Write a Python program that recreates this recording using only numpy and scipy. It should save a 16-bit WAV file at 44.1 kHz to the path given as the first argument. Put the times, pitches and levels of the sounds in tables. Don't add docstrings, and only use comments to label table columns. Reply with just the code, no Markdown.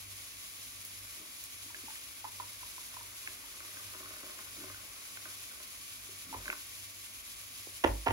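import sys
import numpy as np
from scipy import signal
from scipy.fft import rfft, irfft, next_fast_len
from scipy.io import wavfile

SR = 44100
rng = np.random.default_rng(int(sys.argv[2]) if len(sys.argv) > 2 else 0)


def wav_out(sig):
    wavfile.write(sys.argv[1], SR, np.round(np.clip(np.atleast_2d(sig).T, -1, 1) * 32767).astype(np.int16))


N = 358091
TIME = np.arange(N) / SR
RING = TIME[:SR // 2]
MIC_LAG_S = .000183
SPRAY_T60_S = .04

# (frequency [Hz], level [dB], t60 [s])
MUG_MODES = [(218, -12, 0.018), (290.4, -15, 0.18), (381, -13.5, 0.13), (543, -12, 0.059),
             (616.4, -6, 0.11), (1068, -0.5, 0.077), (1260, 0.5, 0.054), (1479, 4, 0.034),
             (2100, 13.5, 0.0069)]
# (time [s], level [dB], tilt towards the low modes [dB per octave])
SPLASHES = [(1.906, -52, -7), (3.28, -46, 5), (3.604, -43, -2), (3.797, -46, -1), (3.947, -41, 4),
            (4.003, -43.5, 6), (4.058, -42.5, 1), (4.106, -41.5, 4), (4.165, -45.5, 3), (4.231, -41.5, 7),
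            (4.264, -43, 5), (4.296, -42, 3), (4.389, -40, 0), (4.639, -40, 7.5), (4.683, -49, -6),
            (4.699, -40, 3), (5.258, -40.5, 2), (5.601, -44.5, 4), (6.463, -42.5, 6.5), (6.49, -40, 9)]


def stream(splash_db=-9, trickle_db=-5, spray_db=-1):
    shared = patter(per_s=65, spread_db=5.0)
    trickle = np.zeros(N)
    for mode in MUG_MODES:
        strikes = shared + patter(per_s=120, spread_db=5.5)
        trickle += signal.oaconvolve(strikes, ring([mode])[:SR // 10])[:N]
    out = amp(trickle_db) * flow() * unit(trickle)

    detune = 1 + 0.019 * rng.standard_normal((len(SPLASHES), len(MUG_MODES)))
    for (s, db, tilt_db), shifts in zip(SPLASHES, detune):
        modes = []
        for (hz, level, t60), shift in zip(MUG_MODES, shifts):
            modes.append((hz * shift, level + tilt_db * np.log2(1000 / hz), t60))
        splash = ring(modes) + amp(spray_db) * spray(SPRAY_T60_S, top_hz=2200)
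        add(out, s, amp(db + splash_db) * splash)
    return low_cut(out, 190)


# (time [s], level [dB])
FLOW = [(0.9, -69), (1.2, -60.5), (1.45, -69.5), (1.8, -64), (2.5, -63), (3.8, -58), (4.05, -55),
        (4.45, -59.5), (4.66, -56), (4.95, -59.5), (5.55, -63), (5.95, -67.5), (6.48, -56.5), (6.75, -69)]


def flow():
    return amp(np.interp(TIME, *np.transpose(FLOW)))


# (frequency [Hz], level [dB])
HOLLOW = [(640, -1.5), (770, -2), (930, -5), (1090, 2.5)]
GURGLE_PER_S, GURGLE_LOW_HZ, GURGLE_HIGH_HZ, GURGLE_DB = 330, 272, 1797, -8
BIG_UNDER_HZ, BIG_FADE_POWER = 870, 0.96


def gurgle(count=36):
    out, strength = np.zeros(N), flow()
    for hz in np.geomspace(GURGLE_LOW_HZ, GURGLE_HIGH_HZ, count):
        births = patter(per_s=GURGLE_PER_S / count, spread_db=2.5)
        pops = unit(signal.oaconvolve(births, bubble(hz)[:SR // 10])[:N])
        fade_power = BIG_FADE_POWER * max(np.log2(BIG_UNDER_HZ / hz), 0)
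        out += amp(read(HOLLOW, hz)) * pops * (strength / strength.max()) ** fade_power
    return amp(GURGLE_DB) * strength * out / np.sqrt(count)


# (time [s], level [dB], starting pitch [Hz])
BUBBLES = [(1.703, -42.5, 970), (1.882, -37, 885), (1.9, -45, 870), (2.243, -30.5, 876),
           (2.2503, -28.5, 990), (2.399, -27, 1007), (2.4039, -34, 964), (2.419, -40, 990),
           (2.63, -36.5, 996), (2.78, -37.5, 1016), (2.94, -42, 1040), (2.9676, -34.5, 1000),
           (3.009, -38.5, 990), (3.44, -46, 940), (4.03, -41, 1110), (4.242, -47, 580), (4.699, -48, 1060),
           (6.3273, -31, 906), (6.3375, -31, 875), (6.3432, -29, 1006), (6.531, -34, 1070)]


def bubbles(spray_db=-11, mug_db=-26):
    out, mug = np.zeros(N), ring(MUG_MODES)
    for s, db, hz in BUBBLES:
        droplets = low_cut(spray(t60=0.042, top_hz=2500), 750)
        add(out, s, amp(db) * (bubble(hz) + amp(mug_db) * mug + amp(spray_db) * droplets))
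    return out


BUBBLE_T60_S, BUBBLE_SIZE_POWER = .03, .7
BUBBLE_ONSET_S = .0011


def bubble(hz, glide=0.026):
    t60 = BUBBLE_T60_S * (1000 / hz) ** BUBBLE_SIZE_POWER
    pitch = hz * (1 + glide * np.minimum(RING / t60, 1))
    turns = np.cumsum(pitch) / SR
    envelope = amp(-60 * RING / t60) * (1 - np.exp(-RING / BUBBLE_ONSET_S))
    return envelope * np.cos(2 * np.pi * turns)


# (time [s], level [dB], pitch [Hz], ring t60 [s], relative slap level [dB])
DRIPS = [(1.746, -37, 1680, 0.037, -4), (1.956, -44, 1850, 0.036, 1), (3.2742, -34.5, 1710, 0.027, 3.5),
         (3.7705, -38, 1570, .027, -8), (4.745, -39.5, 1480, .035, -10), (5.1722, -38.5, 1490, 0.027, -2),
         (5.255, -37, 1530, .035, -8), (5.5132, -42, 1480, .028, -10), (6.4564, -36, 1550, .014, -2),
         (6.4801, -25.5, 1580, 0.017, -16), (6.501, -25, 1480, 0.024, 0.5), (6.5278, -25, 1440, 0.011, -14)]
# (frequency [Hz], level [dB])
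SLAP = [(2080, -1.5), (2600, 3)]
SLAP_T60_S = .011


def drips(mug_db=-24, spray_db=-6, soft_hz=3400):
    out, mug = np.zeros(N), ring(MUG_MODES)
    for s, db, hz, t60, slap_db in DRIPS:
        cavity = low_cut(ring([(hz, 0, t60)]), 1240)
        slap = ring([(f, level, SLAP_T60_S) for f, level in SLAP])
        slap = slap + amp(spray_db) * spray(SPRAY_T60_S, top_hz=3020)
        drop = cavity + amp(slap_db) * low_cut(slap, 870) + amp(mug_db) * mug
        add(out, s, amp(db) * drop)
    return colour(out, lambda hz: 1 / np.sqrt(1 + (hz / soft_hz) ** 8))


def spray(t60, top_hz):
    burst = rng.standard_normal(len(RING)) * amp(-60 * RING / t60)
    return signal.sosfilt(signal.butter(2, [400, top_hz], "band", fs=SR, output="sos"), burst)


# (time [s], length [s], level [dB], pitch [Hz])
GLUGS = [(1.169, .08, -61, 321), (1.65, 0.021, -58, 265), (1.758, 0.022, -60, 362),
         (1.833, 0.021, -57, 285), (4.557, .11, -52, 301.4), (6.088, 0.017, -54, 362),
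         (6.235, 0.14, -57.5, 271)]


def glugs(rough=0.75, rough_hz=110):
    out = np.zeros(N)
    for s, length, db, hz in GLUGS:
        swell = np.sin(np.pi * np.minimum(RING / length, 1))
        slow_noise = colour(rng.standard_normal((2, len(RING))), lambda f: 1 / (1 + (f / rough_hz) ** 2))
        a, b = unit(slow_noise)
        turn = 2 * np.pi * hz * RING
        note = (1 + rough * a) * np.sin(turn) + rough * b * np.cos(turn)
        add(out, s, amp(db) * swell * note)
    return out


# (time [s], level [dB], brightness [Hz], relative weight on the base [dB])
KNOCKS = [(6.347, -36, 1300, -0.5), (7.671, -48.5, 600, 8), (7.8383, -21, 1300, -11),
          (7.8403, -21, 6000, -19), (7.8432, -17.5, 3200, -4), (7.8467, -17.5, 3200, 5.5),
          (7.8610, -34, 1600, 8.5), (7.874, -35, 10000, -3), (7.879, -35, 5500, -10),
          (8.0615, -32, 2500, -8), (8.0655, -26.5, 4170, 2), (8.069, -19, 1900, -11),
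          (8.0733, -18.5, 1900, -9), (8.0808, -28.5, 7000, 3), (8.085, -26.5, 4000, -4),
          (8.103, -31, 7000, -3), (8.1072, -24.5, 3200, 0.5), (8.1108, -31, 3000, 0)]
# (frequency [Hz], level [dB], t60 [s])
SHELL = [(690, -2, 0.018), (904, 1.5, 0.02), (1320, -8, 0.028), (1870, -3, 0.017), (2320, -3.5, 0.011),
         (2890, 1, 0.0084)]
# (frequency [Hz], level [dB], t60 [s])
BASE = [(323, 1, 0.015), (523, 2, 0.0091)]
# (frequency [Hz], level [dB], t60 [s])
PUSH = [(72, -15.5, 0.047)]
BODY_HZ, BODY_DB, BODY_T60_S = [289, 335, 440, 536, 562, 647, 740, 861, 983, 1046], -31.5, 0.26
CONTACT_DETUNE = .045
CRACK_T60_S, CHATTER_T60_S = .012, .035


def knocks(crack_db=-4, chatter_db=-20):
    clatter, weight = np.zeros(N), np.zeros(N)
    detune = 1 + CONTACT_DETUNE * rng.standard_normal((len(KNOCKS), len(SHELL)))
    for (s, db, bright_hz, weight_db), shifts in zip(KNOCKS, detune):
        shell = ring([(hz * shift, level, t60) for (hz, level, t60), shift in zip(SHELL, shifts)])
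        crack = amp(crack_db - 60 * RING / CRACK_T60_S) * rng.standard_normal(len(RING))
        chatter = amp(chatter_db) * spray(CHATTER_T60_S, top_hz=3500)
        pole = np.exp(-2 * np.pi * bright_hz / SR)
        contact = signal.lfilter([(1 - pole) ** 2], [1, -2 * pole, pole ** 2], shell + crack + chatter)
        add(clatter, s, amp(db) * contact)
        add(weight, s, amp([db + weight_db]))
    after = PUSH + [(hz, BODY_DB, BODY_T60_S) for hz in BODY_HZ]
    thud = signal.oaconvolve(weight, ring(BASE))[:N]
    body = signal.oaconvolve(weight, ring(after))[:N]
    return low_cut(clatter, 330), low_cut(thud, 170), body


# (time [s], level [dB], pitch [Hz], relative second mode level [dB], relative shaking of things on it [dB])
BOOMS = [(6.356, -47, 49.7, 2.5, -7), (7.882, -27.5, 52.2, -8, -16), (8.084, -36, 50, 8, -14)]
SWAY_SWELL_S, SWAY_T60_S, RUMBLE_T60_S = 0.0083, 0.52, .33
SECOND_MODE_RATIO, SECOND_MODE_T60_S = 1.9, 0.33


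def worktop(rumble_hz=260):
    out = np.zeros(N)
    for s, db, hz, second_db, shake_db in BOOMS:
        sway = ring([(hz, 0, SWAY_T60_S), (hz * SECOND_MODE_RATIO, second_db, SECOND_MODE_T60_S)])
        noise = rng.standard_normal(len(RING))
        shake = unit(colour(noise, lambda f: (f / rumble_hz) / (1 + (f / rumble_hz) ** 3)))
        shake = amp(shake_db - 60 * RING / RUMBLE_T60_S) * shake
        swell = 1 - np.exp(-RING / SWAY_SWELL_S)
        add(out, s, amp(db) * swell * (sway + shake))
    return direct(out, right_db=2.0)


# (frequency [Hz], level [dB per Hz])
SIZZLE = [(400, -112), (1000, -96.5), (1700, -95), (2350, -90), (3100, -87.5), (4300, -88.5), (7000, -88),
          (9300, -88.5), (11500, -87.5), (13500, -92.5), (16000, -93)]
# (frequency [Hz], share [0-1])
SIZZLE_DIRECT = [(1000, 0), (3000, 0.59), (6000, 0), (8200, 1), (15000, 1)]


def sizzle(crackle_db=-9, waver_db=1.06):
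    def density(hz):
        return amp(read(SIZZLE, hz)) * np.sqrt(SR / 2)

    def share(hz):
        return read(SIZZLE_DIRECT, hz)
    crackle = unit(patter(per_s=2800, spread_db=10.5))
    bursts = unit(rng.standard_normal(N) + amp(crackle_db) * crackle)
    straight = colour(bursts, lambda hz: density(hz) * np.sqrt(share(hz)))
    near = direct(straight, right_db=-0.5)
    walls = colour(rng.standard_normal((2, N)), lambda hz: density(hz) * np.sqrt(1 - share(hz)))
    far = diffuse(walls, left_db=-0.1)
    waver = unit(colour(rng.standard_normal(N), lambda hz: 1 / (1 + (hz / 14) ** 2)))
    return (near + far) * amp(waver_db * waver)


# (time [s], level [dB])
SPITS = [(0.851, -24), (1.439, -23.5)]
TICK_T60_S = .007


def spits(level_db=-5, fizz_db=-14, fizz_t60=.12):
    out = np.zeros(N)
    for s, db in SPITS:
        shape = amp(-60 * RING / TICK_T60_S) + amp(fizz_db - 60 * RING / fizz_t60)
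        add(out, s, amp(db + level_db) * shape * rng.standard_normal(len(RING)))
    return direct(colour(out, lambda hz: hz ** 4 / (hz ** 4 + 6500 ** 4)), right_db=1)


MOTOR_HZ, MAINS_HZ = 49.333, 50


def fridge(waver_db=3.0, motor_db=-74, double_db=-70.5, mains_db=-72.5, in_step_s=.12):
    lines = [(MOTOR_HZ, motor_db), (2 * MOTOR_HZ, double_db), (2 * MAINS_HZ, mains_db)]
    hum = np.zeros(N)
    for hz, db in lines:
        hum += amp(db) * np.sqrt(2) * np.cos(2 * np.pi * hz * (TIME - in_step_s))
    waver = unit(colour(rng.standard_normal(N), lambda hz: 1 / (1 + (hz / 7) ** 2)))
    return direct(hum * amp(waver_db * waver), right_db=3.0)


# (frequency [Hz], level [dB per Hz])
ROOM_TONE = [(22, -106), (50, -90.5), (75, -87), (140, -96), (195, -96.5), (270, -91), (420, -98),
             (850, -99), (2000, -99), (6000, -108)]
# (frequency [Hz], width [Hz], level [dB])
DRONE = [(509, 25, -78), (660, 48, -73.5), (1134, 85, -68), (2330, 540, -63)]


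def background():
    def density(hz):
        power = amp(read(ROOM_TONE, hz)) ** 2
        for f, width, db in DRONE:
            power = power + amp(db) ** 2 * np.exp(-np.pi * ((hz - f) / width) ** 2) / width
        return np.sqrt(power * SR / 2)
    return diffuse(colour(rng.standard_normal((2, N)), density), left_db=3.0)


# (frequency [Hz], t60 [s])
KITCHEN = [(100, 0.087), (400, 0.29), (1000, 0.24), (3000, 0.16), (12000, 0.12)]
TAIL_BUILD_S, TAIL_LEFT_DB = .011, 2.5


def kitchen(x, wet_db, right_db):
    hz, t, z = signal.stft(rng.standard_normal((2, len(RING))), SR, nperseg=256)
    decay = amp(-60 * t / read(KITCHEN, hz)[:, None])
    tail = signal.istft(z * decay, SR)[1][:, :len(RING)]
    build = 1 - np.exp(-(RING / TAIL_BUILD_S) ** 2)
    tail = diffuse(tail * build, left_db=TAIL_LEFT_DB)
    tail /= np.sqrt(np.sum(tail ** 2) / 2)
    wet = signal.oaconvolve(x[None], tail, axes=1)[:, :N]
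    return direct(x, right_db) + amp(wet_db) * wet


# (frequency [Hz], correlation [-1 to 1])
LIKENESS = [(60, 0.86), (290, 0.66), (640, -0.5), (1400, -0.093), (2300, 0.8), (3500, 0.064)]


def diffuse(pair, left_db):
    mid = colour(pair[0], lambda hz: np.sqrt((1 + read(LIKENESS, hz)) / 2))
    side = colour(pair[1], lambda hz: np.sqrt((1 - read(LIKENESS, hz)) / 2))
    return np.array([(mid + side) * amp(left_db / 2), (mid - side) * amp(-left_db / 2)])


def direct(x, right_db):
    late = colour(x, lambda hz: np.exp(-2j * np.pi * hz * MIC_LAG_S))
    return np.array([late * amp(-right_db / 2), x * amp(right_db / 2)])


def ring(modes):
    out = np.zeros(len(RING))
    for k, (hz, db, t60) in enumerate(modes):
        out += (-1) ** k * amp(db - 60 * RING / t60) * np.sin(2 * np.pi * hz * RING)
    return out


def patter(per_s, spread_db):
    size = amp(spread_db * np.minimum(rng.exponential(1, N), 4))
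    return size * rng.choice([-1, 1], N) * (rng.random(N) < per_s / SR)


def low_cut(x, hz):
    return signal.sosfilt(signal.butter(2, hz, "high", fs=SR, output="sos"), x)


def colour(x, gain):
    length = x.shape[-1]
    size = next_fast_len(length + SR // 10)
    spectrum = rfft(x, size) * gain(np.fft.rfftfreq(size, 1 / SR))
    return irfft(spectrum, size)[..., :length]


def read(points, hz):
    f, value = np.transpose(points)
    return np.interp(np.log(hz + 1), np.log(f + 1), value)


def add(mix, s, sound):
    part = mix[max(round(s * SR), 0):][:len(sound)]
    part += sound[:len(part)]


def amp(db):
    return 10 ** (np.asarray(db) / 20)


def unit(x):
    return x / np.sqrt(np.mean(x ** 2) + 1e-20)


def scene():
    trickle = kitchen(gurgle() + stream() + glugs(), wet_db=-8.0, right_db=-1.5)
    plops = kitchen(bubbles(), wet_db=-11.0, right_db=3.0)
    plops += kitchen(drips(), wet_db=-14, right_db=1.5)
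    clatter, thud, body = knocks()
    kettle = kitchen(clatter, wet_db=-9.5, right_db=4.5)
    kettle += kitchen(thud, wet_db=-12, right_db=8)
    kettle += kitchen(body, wet_db=-5.5, right_db=4)
    return trickle + plops + kettle + worktop() + sizzle() + spits() + fridge() + background()


def record(dry):
    thin = signal.sosfilt(signal.butter(4, 36, "high", fs=SR, output="sos"), dry)
    treble_cut = signal.firwin(801, 15800, window=("kaiser", 9), fs=SR)
    return signal.oaconvolve(thin, treble_cut[None], "same")


dry = scene()
out = record(dry)
wav_out(out)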